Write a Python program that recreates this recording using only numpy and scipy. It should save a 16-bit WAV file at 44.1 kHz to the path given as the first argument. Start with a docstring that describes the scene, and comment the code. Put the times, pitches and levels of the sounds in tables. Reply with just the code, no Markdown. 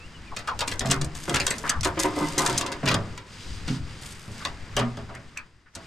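"""A steel tape measure is handled in a small metal boat, close by, over soft hiss and air rumble.
A far bird whistles first. The blade is pulled out, snapping and buckling in sinking tones; knocks
ring the hull and sleeves rustle. The blade slaps the floor, then scrapes over its ribs and grit.
From about 3 s the snaps thin out, and a rod, a shoe and a knee knock on the hollow hull."""
import sys
import numpy as np
from scipy import signal
from scipy.fft import rfft, irfft
from scipy.io import wavfile
from scipy.ndimage import uniform_filter1d

SR = 44100
rng = np.random.default_rng(int(sys.argv[2]) if len(sys.argv) > 2 else 0)


def persist_wave(psi):
    """Save psi, clipped to +-1, as 16-bit WAV."""
    counts = np.round(np.clip(psi, -1, 1) * 32767).astype(np.int16)
    wavfile.write(sys.argv[1], SR, np.atleast_2d(counts).T)


N = 258426
TIME_S = np.arange(N) / SR
EVENT_S = TIME_S[:SR // 2]

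# Table levels are relative; each source adds its own gain.
# background, with two brief dips: (time [s], level [dB])
BACKGROUND = [(0, 4), (2.9, 9), (3.12, 7.5), (3.3, 0.5), (4.8, 7.5), (5.35, -0.5), (5.53, -8.5),
              (5.73, -11.5), (5.76, 3)]
# air rumble spectrum: (frequency [Hz], level [dB])
WIND_EQ = [(10, 5.5), (28, -7.5), (55, -3), (90, -1.5), (300, -25.5), (900, -70)]
# body sways push air at the microphone: (time [s], length [s], level [dB])
SWAYS = [(.5, 0.22, -39.5), (.71, 0.35, -33.5), (1.32, 0.1, -33), (1.75, 0.16, -32), (3.455, 0.022, -31.5),
         (3.55, 0.3, -34), (4.57, 0.27, -43)]
# bird notes: (time [s], length [s], level [dB], start [Hz], middle [Hz], end [Hz])
BIRD_NOTES = [(-.02, .1, -48, 2650, 2650, 3150), (.135, .05, -48, 3020, 2950, 2750),
              (.255, .055, -48, 2720, 2430, 2250)]
# arm movements: (time [s], length [s], level [dB])
SLEEVES = [(1.13, 0.52, -48.5), (1.9, 0.82, -43.5), (2.45, 0.21, -38), (3.23, 0.49, -45.5),
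           (3.64, 0.17, -42.5), (3.72, 0.53, -50.5), (4.27, 0.29, -48), (5.72, 0.49, -53)]
# cloth hiss spectrum: (frequency [Hz], level [dB])
RUSTLE_EQ = [(1200, -23), (2800, -3), (5400, -7), (8500, -11.5), (11000, -27), (13500, -29), (16000, -62)]
# narrow resonance in the hiss: (frequency [Hz], width [Hz], level [dB])
RUSTLE_MODES = [(4880, 220, 1)]
# dull rubbing spectrum: (frequency [Hz], level [dB])
RUB_EQ = [(60, 2.5), (150, 5), (300, -0.5), (650, -10), (1150, -6), (2000, -6.5), (3200, -16.5),
          (14000, -62.5)]
# floor panel modes: (multiple of lowest note, level [dB], t60 [s])
PANEL_MODES = [(0.997, 5.5, 0.57), (1.359, -1, 0.38), (1.711, -2, 0.33), (1.973, 0, 0.5), (3.1, -6, 0.24)]
# floor ribs and plates: (frequency [Hz], width [Hz], level [dB])
FLOOR_MODES = [(299, 19.5, 4), (372.5, 29, 0.5), (545.5, 29, -3), (693, 32, -4.5), (925, 59, -4),
               (1013, 17, -2), (1210, 8.3, -3), (1510, 26, -9), (2028, 20, -2)]
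# hollow hull plates: (frequency [Hz], width [Hz], level [dB])
HULL_MODES = [(247.4, 15, -1), (409.5, 12, -4), (579, 25, -4), (661, 14, -2), (751, 10, -4),
              (961, 17, -10.5), (1128, 38, -9.5), (1213, 6.5, -8.5)]
# boat's ring after a snap: (frequency [Hz], t60 [s])
BOAT_DECAY = [(300, 1), (3000, 0.053), (14000, 0.021)]
# clear notes of struck or scraped plates: (time [s], frequency [Hz], level [dB], t60 [s])
PLATE_NOTES = [(1, 138, -17.5, 0.21), (.88, 385, -32.5, .9), (1.29, 344, -21.5, 0.22),
               (1.97, 325, -17, 0.17), (2.035, 307, -22, 0.36), (2.038, 950, -19, 0.15),
               (3.7, 258, -27.5, 0.32), (4.766, 570, -21.5, 0.15), (4.81, 236, -22.5, 0.48)]
# rod, shoe and knee on the hull: (time [s], boom [dB], clatter [dB], lowest panel note [Hz])
KNOCKS = [(0.81, -38, -16.5, 126), (0.848, -22, -12.5, 129.8), (0.891, -20, -33, 140.5),
          (1.015, -27, -27, 160.5), (2.83, -20, -13, 143.8), (2.871, -19.5, -15, 122),
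          (2.913, -26, -17, 167.3), (2.941, -23, -12.5, 101), (3.676, -26.5, -38, 160.5),
          (3.697, -22, -65, 131.7), (4.278, -33.5, -32, 109.2), (4.452, -44, -21.5, 151.4),
          (4.768, -29, -5.5, 122.3), (4.797, -20.5, -10, 124.1), (4.972, -32, -21, 113),
          (5.091, -44, -22.5, 119.7), (5.146, -39.5, -29, 126.3), (5.76, -46, -29, 174)]
# blade on the floor: (time [s], boom [dB], clatter [dB], lowest panel note [Hz])
SLAPS = [(1.279, -25, -14, 149.8), (1.305, -26, -18, 136.4), (1.638, -35, -20.5, 146.7),
         (1.856, -44, -10, 140), (1.971, -33, -15, 155), (2.043, -31, -8.5, 107.5), (2.21, -23, -22.5, 156),
         (2.376, -25.5, -11.5, 149.3), (2.485, -31, -15, 126.3)]
# blade and gear slide through fingers and over the floor: (time [s], length [s], level [dB])
SLIDES = [(.67, 0.047, -39.5), (.85, 0.092, -44.5), (1.14, 0.54, -45.5), (1.835, 0.017, -30.5),
          (1.99, 0.056, -31), (2.15, 0.19, -41), (2.38, 0.12, -33.5), (4.01, 0.11, -44), (4.15, 0.3, -53)]
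# grit spectrum: (frequency [Hz], level [dB])
GRIT_EQ = [(900, -15), (2000, 13), (5000, 11), (9200, 12), (11000, 0), (13000, 2.5), (14800, -39),
           (16000, -39.5)]
# blade, bag and gear edges drag: (time [s], length [s], level [dB], centre [Hz])
RASPS = [(1.344, 0.013, -26.5, 1730), (1.639, 0.029, -31, 1250), (1.676, 0.016, -34, 2110),
         (1.974, .08, -35.5, 2000), (2.383, 0.2, -43, 1870), (2.86, 0.017, -34, 1900),
         (4.403, 0.022, -41, 1400), (5.14, 0.017, -44.5, 1760), (5.362, 0.028, -43, 1404),
         (5.659, 0.013, -56.5, 1520)]
# blade pushed over the ribs: (time [s], length [s], level [dB])
SCRAPES = [(1.98, 0.76, -34.5), (2.16, 0.075, -25), (2.37, 0.12, -30), (2.62, 0.032, -29.5)]
# blade edge and fittings ring: (time [s], centre [Hz], level [dB], t60 [s])
PINGS = [(.911, 8130, -20, .04), (.912, 2040, -33, 0.21), (1.467, 7800, -20, 0.042),
         (1.504, 8000, -18.5, 0.064), (2.577, 6270, -21, .05), (2.877, 2660, -21, 0.057),
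         (4.453, 1104, -27, 0.12), (4.767, 3040, -23, 0.16), (5.373, 2440, -28, 0.11)]
# dry edge strikes: (time [s], level [dB], centre [Hz])
CLACKS = [(.794, -18.5, 6000), (1.344, -17, 7500), (1.694, -17.5, 6500), (1.809, -24.5, 5500),
          (2.4628, -16, 6800), (2.579, -27, 7000), (2.887, -18.5, 5200), (2.942, -20.5, 5000),
          (4.451, -22, 4000)]
# blade buckles: (time [s], level [dB], pitch [Hz], length [s], share of pitch lost per length)
FLEXES = [(0.317, -38, 1092, 0.027, 0.15), (0.476, -29.5, 1380, 0.064, 0.31),
          (0.612, -30, 1007, 0.033, 0.069), (0.915, -34, 1682, 0.059, 0.27),
          (1.707, -33.5, 1250, 0.072, 0.08), (1.855, -33.5, 1310, 0.054, 0.048),
          (2.397, -29, 1061, 0.072, 0.11)]
# blade snaps and gear clicks: (time [s], treble [dB], middle [dB])
SNAPS = [(.364, -27, -30.5), (0.389, -35.5, -39.5), (.474, -31, -33), (.591, -24, -33),
         (.606, -23.5, -26.5), (0.677, -22.5, -30.5), (.714, -31, -33.5), (0.806, -30.5, -33),
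         (.858, -30.5, -36.5), (.9, -26.5, -27.5), (0.912, -10.5, -24), (1.013, -23, -34),
         (1.045, -27.5, -51), (1.151, -34, -40.5), (1.294, -25, -33), (1.341, -23.5, -20.5),
         (1.359, -18.5, -26), (1.4, -21.5, -25.5), (1.466, -15.5, -28), (1.507, -21.5, -28),
         (1.582, -29.5, -53), (1.695, -12.5, -28.5), (1.832, -24, -30.5), (1.847, -18, -28.5),
         (1.997, -15, -41), (2.38, -13, -24.5), (2.391, -16.5, -32), (2.462, -20.5, -26),
         (2.578, -11, -37.5), (2.61, -23.5, -29.5), (2.663, -28.5, -34), (2.718, -28.5, -35),
         (2.857, -26, -29), (2.875, -35, -17.5), (2.912, -25.5, -25), (2.943, -25.5, -29.5),
         (3.176, -39.5, -42.5), (3.677, -32.5, -33), (4.451, -44, -30), (4.766, -21, -28.5),
         (4.79, -27.5, -30.5), (4.97, -44.5, -46), (5.15, -43, -58), (5.373, -32.5, -45.5),
         (5.751, -29, -43)]
# snap spectrum, treble part: (frequency [Hz], level [dB])
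SNAP_TREBLE_EQ = [(1500, -71), (3200, -1), (4500, 3.5), (6000, 9), (8300, 7.5), (9700, 1), (11000, -11),
                  (13300, -8.5), (16000, -52.5)]
# snap spectrum, middle part: (frequency [Hz], level [dB])
SNAP_MIDDLE_EQ = [(150, -2.5), (400, -2.5), (700, -2), (1300, 0.5), (3600, -2), (5000, -5), (15000, -37.5)]
# reflections off the boat's sides: (frequency [Hz], side level [dB])
SIDE_EQ = [(25, -10.5), (120, -20), (500, -12.5), (2000, -8.5), (4000, -7), (8000, -18.5), (12000, -5)]
# stereo balance: (frequency [Hz], left minus right [dB])
BALANCE = [(100, 0.5), (6000, 1), (12000, 2.5)]


def amp(db):
    """dB to gain."""
    return 10 ** (np.asarray(db) / 20)


def unit(x):
    """Scale to rms 1."""
    return x / np.sqrt(np.mean(x ** 2) + 1e-20)


def at_hz(points, hz):
    """Interpolate a table over log frequency."""
    table_hz, value = np.transpose(points)
    return np.interp(np.log(hz + 1), np.log(table_hz + 1), value)


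def add(mix, time_s, sound):
    """Mix a sound in at time_s."""
    start = round(time_s * SR)
    sound = sound[max(-start, 0):]
    part = mix[max(start, 0):][:len(sound)]
    part += sound[:len(part)]


def colour(x, eq):
    """Minimum-phase filter; white noise keeps its power."""
    gain = unit(amp(at_hz(eq, abs(np.fft.fftfreq(4096, 1 / SR)))))
    taps = np.fft.ifft(np.exp(np.conj(signal.hilbert(np.log(gain))))).real
    return signal.oaconvolve(x, taps[:len(taps) // 2])[:len(x)]


def bandpass(x, low_hz, high_hz, order=2):
    """Causal band-pass."""
    return signal.lfilter(*signal.butter(order, [low_hz, high_hz], "bandpass", fs=SR), x)


def resonate(x, modes):
    """Sum of parallel resonators."""
    return sum(amp(db) * signal.lfilter(*signal.iirpeak(hz, hz / width_hz, SR), x)
               for hz, width_hz, db in modes)


def rise(rise_s, t=EVENT_S):
    """Exponential onset."""
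    return 1 - np.exp(-t / rise_s)


def fade(t60_s):
    """Exponential decay."""
    return np.exp(-np.log(1000) * EVENT_S / max(t60_s, 1e-3))


def held(t, length_s, attack_s, release_s):
    """Attack, hold, release."""
    return rise(attack_s, t) * np.exp(-np.maximum(t - length_s, 0) / release_s)


def strokes(rows, attack_s, release_s):
    """Gain of held movements, summed in power."""
    power = np.zeros(N)
    for time_s, length_s, db in rows:
        add(power, time_s, (amp(db) * held(TIME_S[:2 * SR], length_s, attack_s, release_s)) ** 2)
    return np.sqrt(power)


def waver(depth_db, step_s=.045):
    """Randomly wandering gain."""
    knots_s = np.arange(0, TIME_S[-1] + .1, step_s)
    return amp(depth_db * np.interp(TIME_S, knots_s, rng.standard_normal(len(knots_s))))


def grains(per_s, spread_db):
    """Sparse slips of uneven size, rms 1."""
    size = amp(spread_db * np.minimum(rng.exponential(1, N), 4))
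    return unit(size * rng.choice([-1, 1], N) * (rng.random(N) < per_s / SR))


def background(gain_db):
    """Gain of a background noise layer."""
    return amp(gain_db + np.interp(TIME_S, *np.transpose(BACKGROUND)))


def wind(gain_db=-1):
    """Air rumbles at the microphone, more with each body sway."""
    gusts = strokes(SWAYS, attack_s=.014, release_s=.1)
    flow = np.hypot(gusts, background(gain_db=-49.5)) * waver(2.5)
    return amp(gain_db) * unit(colour(rng.standard_normal(N), WIND_EQ)) * flow


def bird():
    """Far, slurred sine whistles."""
    out = np.zeros(N)
    for time_s, length_s, db, *pitch_hz in BIRD_NOTES:
        progress = np.linspace(0, 1, round(length_s * SR))
        hz = np.polyval(np.polyfit([0, .5, 1], pitch_hz, 2), progress)
        add(out, time_s, amp(db) * np.sin(np.pi * progress) * np.sin(2 * np.pi * np.cumsum(hz) / SR))
    return out


def sleeves(gain_db=-1, rub_db=1.5):
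    """Cloth catches and lets go: grainy hiss and dull rubbing swell out of the background."""
    hiss, rub = rng.standard_normal((2, N))
    hiss = colour(unit(hiss + .8 * grains(per_s=1500, spread_db=3)), RUSTLE_EQ)
    hiss = hiss + resonate(hiss, RUSTLE_MODES)
    swings = [amp(db) * np.sin(np.pi * np.clip((TIME_S - time_s) / length_s, 0, 1))
              for time_s, length_s, db in SLEEVES]
    arms = amp(gain_db) * np.linalg.norm(swings, axis=0)
    hiss_gain = np.hypot(arms * waver(1.2), background(gain_db=-61.5))
    rub_gain = np.hypot(amp(rub_db) * arms * waver(2.2), background(gain_db=-52.5))
    return hiss * hiss_gain + colour(rub, RUB_EQ) * rub_gain


def plate_notes(rise_s=.015):
    """A plate takes up a blow, swells into one note and rings on, wavering."""
    out = np.zeros(N)
    taper = np.cos(np.pi * EVENT_S / EVENT_S[-1] / 2)
    for time_s, hz, db, t60_s in PLATE_NOTES:
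        add(out, time_s, amp(db) * rise(rise_s) * fade(t60_s) * taper * np.sin(2 * np.pi * hz * EVENT_S))
    return out * waver(2.5)


def plates(force, modes, thud_db):
    """Plate modes over a dead thud; each mode's share wanders as the contact moves."""
    force = bandpass(force, 220, 1500)
    return sum(resonate(force * waver(3), [mode]) for mode in modes) + amp(thud_db) * force


def blows(rows, modes, boom_db, clatter_db, t60_s, thud_db, rise_s=.0038):
    """A blow swells into its panel's low modes and rings the plates around it."""
    boom, force = np.zeros((2, N))
    for time_s, low_db, mid_db, hz in rows:
        panel = sum(amp(db) * fade(mode_t60_s) * np.sin(2 * np.pi * (ratio * hz * EVENT_S + rng.random()))
                    for ratio, db, mode_t60_s in PANEL_MODES)
        add(boom, time_s, amp(low_db + boom_db) * panel * rise(rise_s))
        add(force, time_s, amp(mid_db + clatter_db) * rng.standard_normal(len(EVENT_S)) * fade(t60_s))
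    return boom + plates(force, modes, thud_db)


def knocks():
    """Heavy things ring the hollow hull."""
    return blows(KNOCKS, HULL_MODES, boom_db=-8, clatter_db=7, t60_s=.26, thud_db=-15)


def slaps():
    """The light blade rings the floor ribs."""
    return blows(SLAPS, FLOOR_MODES, boom_db=-9.5, clatter_db=5, t60_s=.24, thud_db=-12)


def slides():
    """Grit crackles in clumps under blade and gear; their edges catch in ticks."""
    clumps = amp(2.5 * unit(uniform_filter1d(rng.standard_normal(N), size=200)))
    slips = unit(grains(per_s=5000, spread_db=3.5) * clumps)
    catches = grains(per_s=60, spread_db=3.6)
    ticks = signal.oaconvolve(catches, rng.standard_normal(len(EVENT_S)) * fade(.014))[:N]
    return colour(unit(slips + unit(ticks)), GRIT_EQ) * strokes(SLIDES, attack_s=.0054, release_s=.022)


def rasps(edge_ratio=1.32):
    """An edge drags: quick slips through one broad resonance."""
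    out = np.zeros(N)
    slips = grains(per_s=3000, spread_db=2.5)
    for time_s, length_s, db, hz in RASPS:
        local_slips = np.roll(slips, -round(time_s * SR))[:len(EVENT_S)]
        drag = unit(bandpass(local_slips, hz / edge_ratio, hz * edge_ratio))
        add(out, time_s, amp(db) * drag * held(EVENT_S, length_s, attack_s=.0017, release_s=.028))
    return out


def scrapes(gain_db=-2):
    """The blade's hook sticks and slips, keeping the floor ringing."""
    slips = grains(per_s=1800, spread_db=1.5)
    ringing = unit(plates(slips, FLOOR_MODES, thud_db=-30))
    return amp(gain_db) * ringing * strokes(SCRAPES, attack_s=.0075, release_s=.0494)


def pings(spread=.078, count=7):
    """Blade edge, rod rings and reel parts each ring a cluster of close modes."""
    out = np.zeros(N)
    for time_s, hz, db, t60_s in PINGS:
        jitter, phase = rng.random((2, count, 1))
        offsets = 2 * (np.arange(count)[:, None] + jitter) / count - 1
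        modes = np.sin(2 * np.pi * (hz * (1 + spread * offsets) * EVENT_S + phase))
        add(out, time_s, amp(db) * fade(t60_s) * modes.sum(0) / np.sqrt(count))
    return out


def clacks(edge_ratio=1.31, t60_s=.025, lowpass_hz=10000):
    """A hard edge strikes once: a broad crack, no rattle."""
    out = np.zeros(N)
    for time_s, db, hz in CLACKS:
        noise = rng.choice([-1., 1.], len(EVENT_S))
        crack = unit(bandpass(noise, hz / edge_ratio, hz * edge_ratio, order=1))
        add(out, time_s, amp(db) * crack * fade(t60_s))
    return signal.lfilter(*signal.butter(4, lowpass_hz, fs=SR), out)


def flexes(fall_db=9, flutter_hz=250):
    """A kink runs along the blade: a fluttering tone sinks and dies over two lengths."""
    out = np.zeros(N)
    for time_s, db, hz, length_s, sink in FLEXES:
        age = np.minimum(EVENT_S / length_s, 2)
        noise = np.array([1, 1j]) @ rng.standard_normal((2, len(EVENT_S)))
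        flutter = signal.lfilter(*signal.butter(2, flutter_hz, fs=SR), noise)
        glide = np.exp(2j * np.pi * np.cumsum(hz * (1 - sink * age)) / SR)
        tone = ((.5 + 1.2 * flutter / np.std(flutter)) * glide).real
        envelope = rise(.002) * amp(db + fall_db * (1 / 3 - age ** 2)) * (2 - np.maximum(age, 1))
        add(out, time_s, tone * envelope)
    return out


def boat_response():
    """The boat's dense ring, energy 1; high bands die first."""
    hz, t, spectrum = signal.stft(rng.standard_normal(len(EVENT_S)), SR, nperseg=128)
    decay = amp(-60 * t / at_hz(BOAT_DECAY, hz)[:, None])
    tail = signal.istft(spectrum * decay, SR)[1][:len(EVENT_S)]
    return tail / np.linalg.norm(tail)


def rebounds(gap_s, loss_db, count=4):
    """Impulses of a contact and its uneven, fading rebounds, energy 1."""
    train = np.zeros(len(EVENT_S) // 4)
    times_s = np.concatenate([[0], np.cumsum(gap_s * rng.uniform(.4, 1.6, count))])
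    train[(times_s * SR).astype(int)] = amp(-loss_db * np.sqrt(np.arange(count + 1)))
    return train / np.linalg.norm(train)


def snaps(treble_db=-8, middle_db=3, rattle_db=3.5, boat_db=-10, crack_t60_s=.021, shimmer_t60_s=.064):
    """The steel cracks, rattles and shimmers; the boat rings after it."""
    treble, middle = np.zeros((2, N))
    for time_s, high_db, mid_db in SNAPS:
        high_noise, mid_noise, rattle = rng.standard_normal((3, len(EVENT_S)))
        # bright snaps hit hard; dull ones glance and build more slowly
        hardness = np.clip((high_db - mid_db + 4) / 8, 0, 1)
        onset = rise(.0023 * (1 - hardness) + 1e-4)
        chatter = onset * unit(amp(rattle_db * unit(uniform_filter1d(rattle, size=90))))
        # the wave's round trip along the blade colours each snap
        echo = np.zeros(rng.integers(15, 130))
        echo[0], echo[-1] = 1, .55
        bounces = np.convolve(echo, rebounds(gap_s=.0065, loss_db=12.7))
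        shimmer = high_noise * (hardness * fade(crack_t60_s) + chatter * fade(shimmer_t60_s))
        body = mid_noise * chatter * fade(1.74 * shimmer_t60_s)
        add(treble, time_s, amp(high_db + treble_db) * signal.fftconvolve(shimmer, echo))
        add(middle, time_s, amp(mid_db + middle_db) * signal.fftconvolve(body, bounces))
    direct = colour(treble, SNAP_TREBLE_EQ) + colour(middle, SNAP_MIDDLE_EQ)
    return direct + amp(boat_db) * signal.oaconvolve(direct, boat_response())[:N]


def scene(right_lag_s=9e-6):
    """Near-centre mix, widened by reflections off the boat's sides and a tiny lag."""
    mono = (snaps() + clacks() + knocks() + slaps() + plate_notes() + flexes() + pings()
            + scrapes() + rasps() + slides() + sleeves() + wind() + bird())
    hz = np.fft.rfftfreq(N, 1 / SR)
    reflections = rfft(rng.standard_normal(len(EVENT_S)) * fade(.07), N)
    side = reflections / abs(reflections) * amp(at_hz(SIDE_EQ, hz))
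    balance = amp(at_hz(BALANCE, hz) / 2)
    left = (1 + side) * balance
    right = (1 - side) / balance * np.exp(-2j * np.pi * hz * right_lag_s)
    return irfft(rfft(mono) * np.array([left, right]), N)


def record(dry):
    """Soft clip, then low-pass."""
    ceiling, cutoff_hz = .55, 16000
    rounded = ceiling * np.tanh(dry / ceiling)
    taps = signal.firwin(511, cutoff_hz, window=("kaiser", 9), fs=SR)
    return signal.oaconvolve(rounded, taps[None], "same")


dry = scene()
out = record(dry)
persist_wave(out)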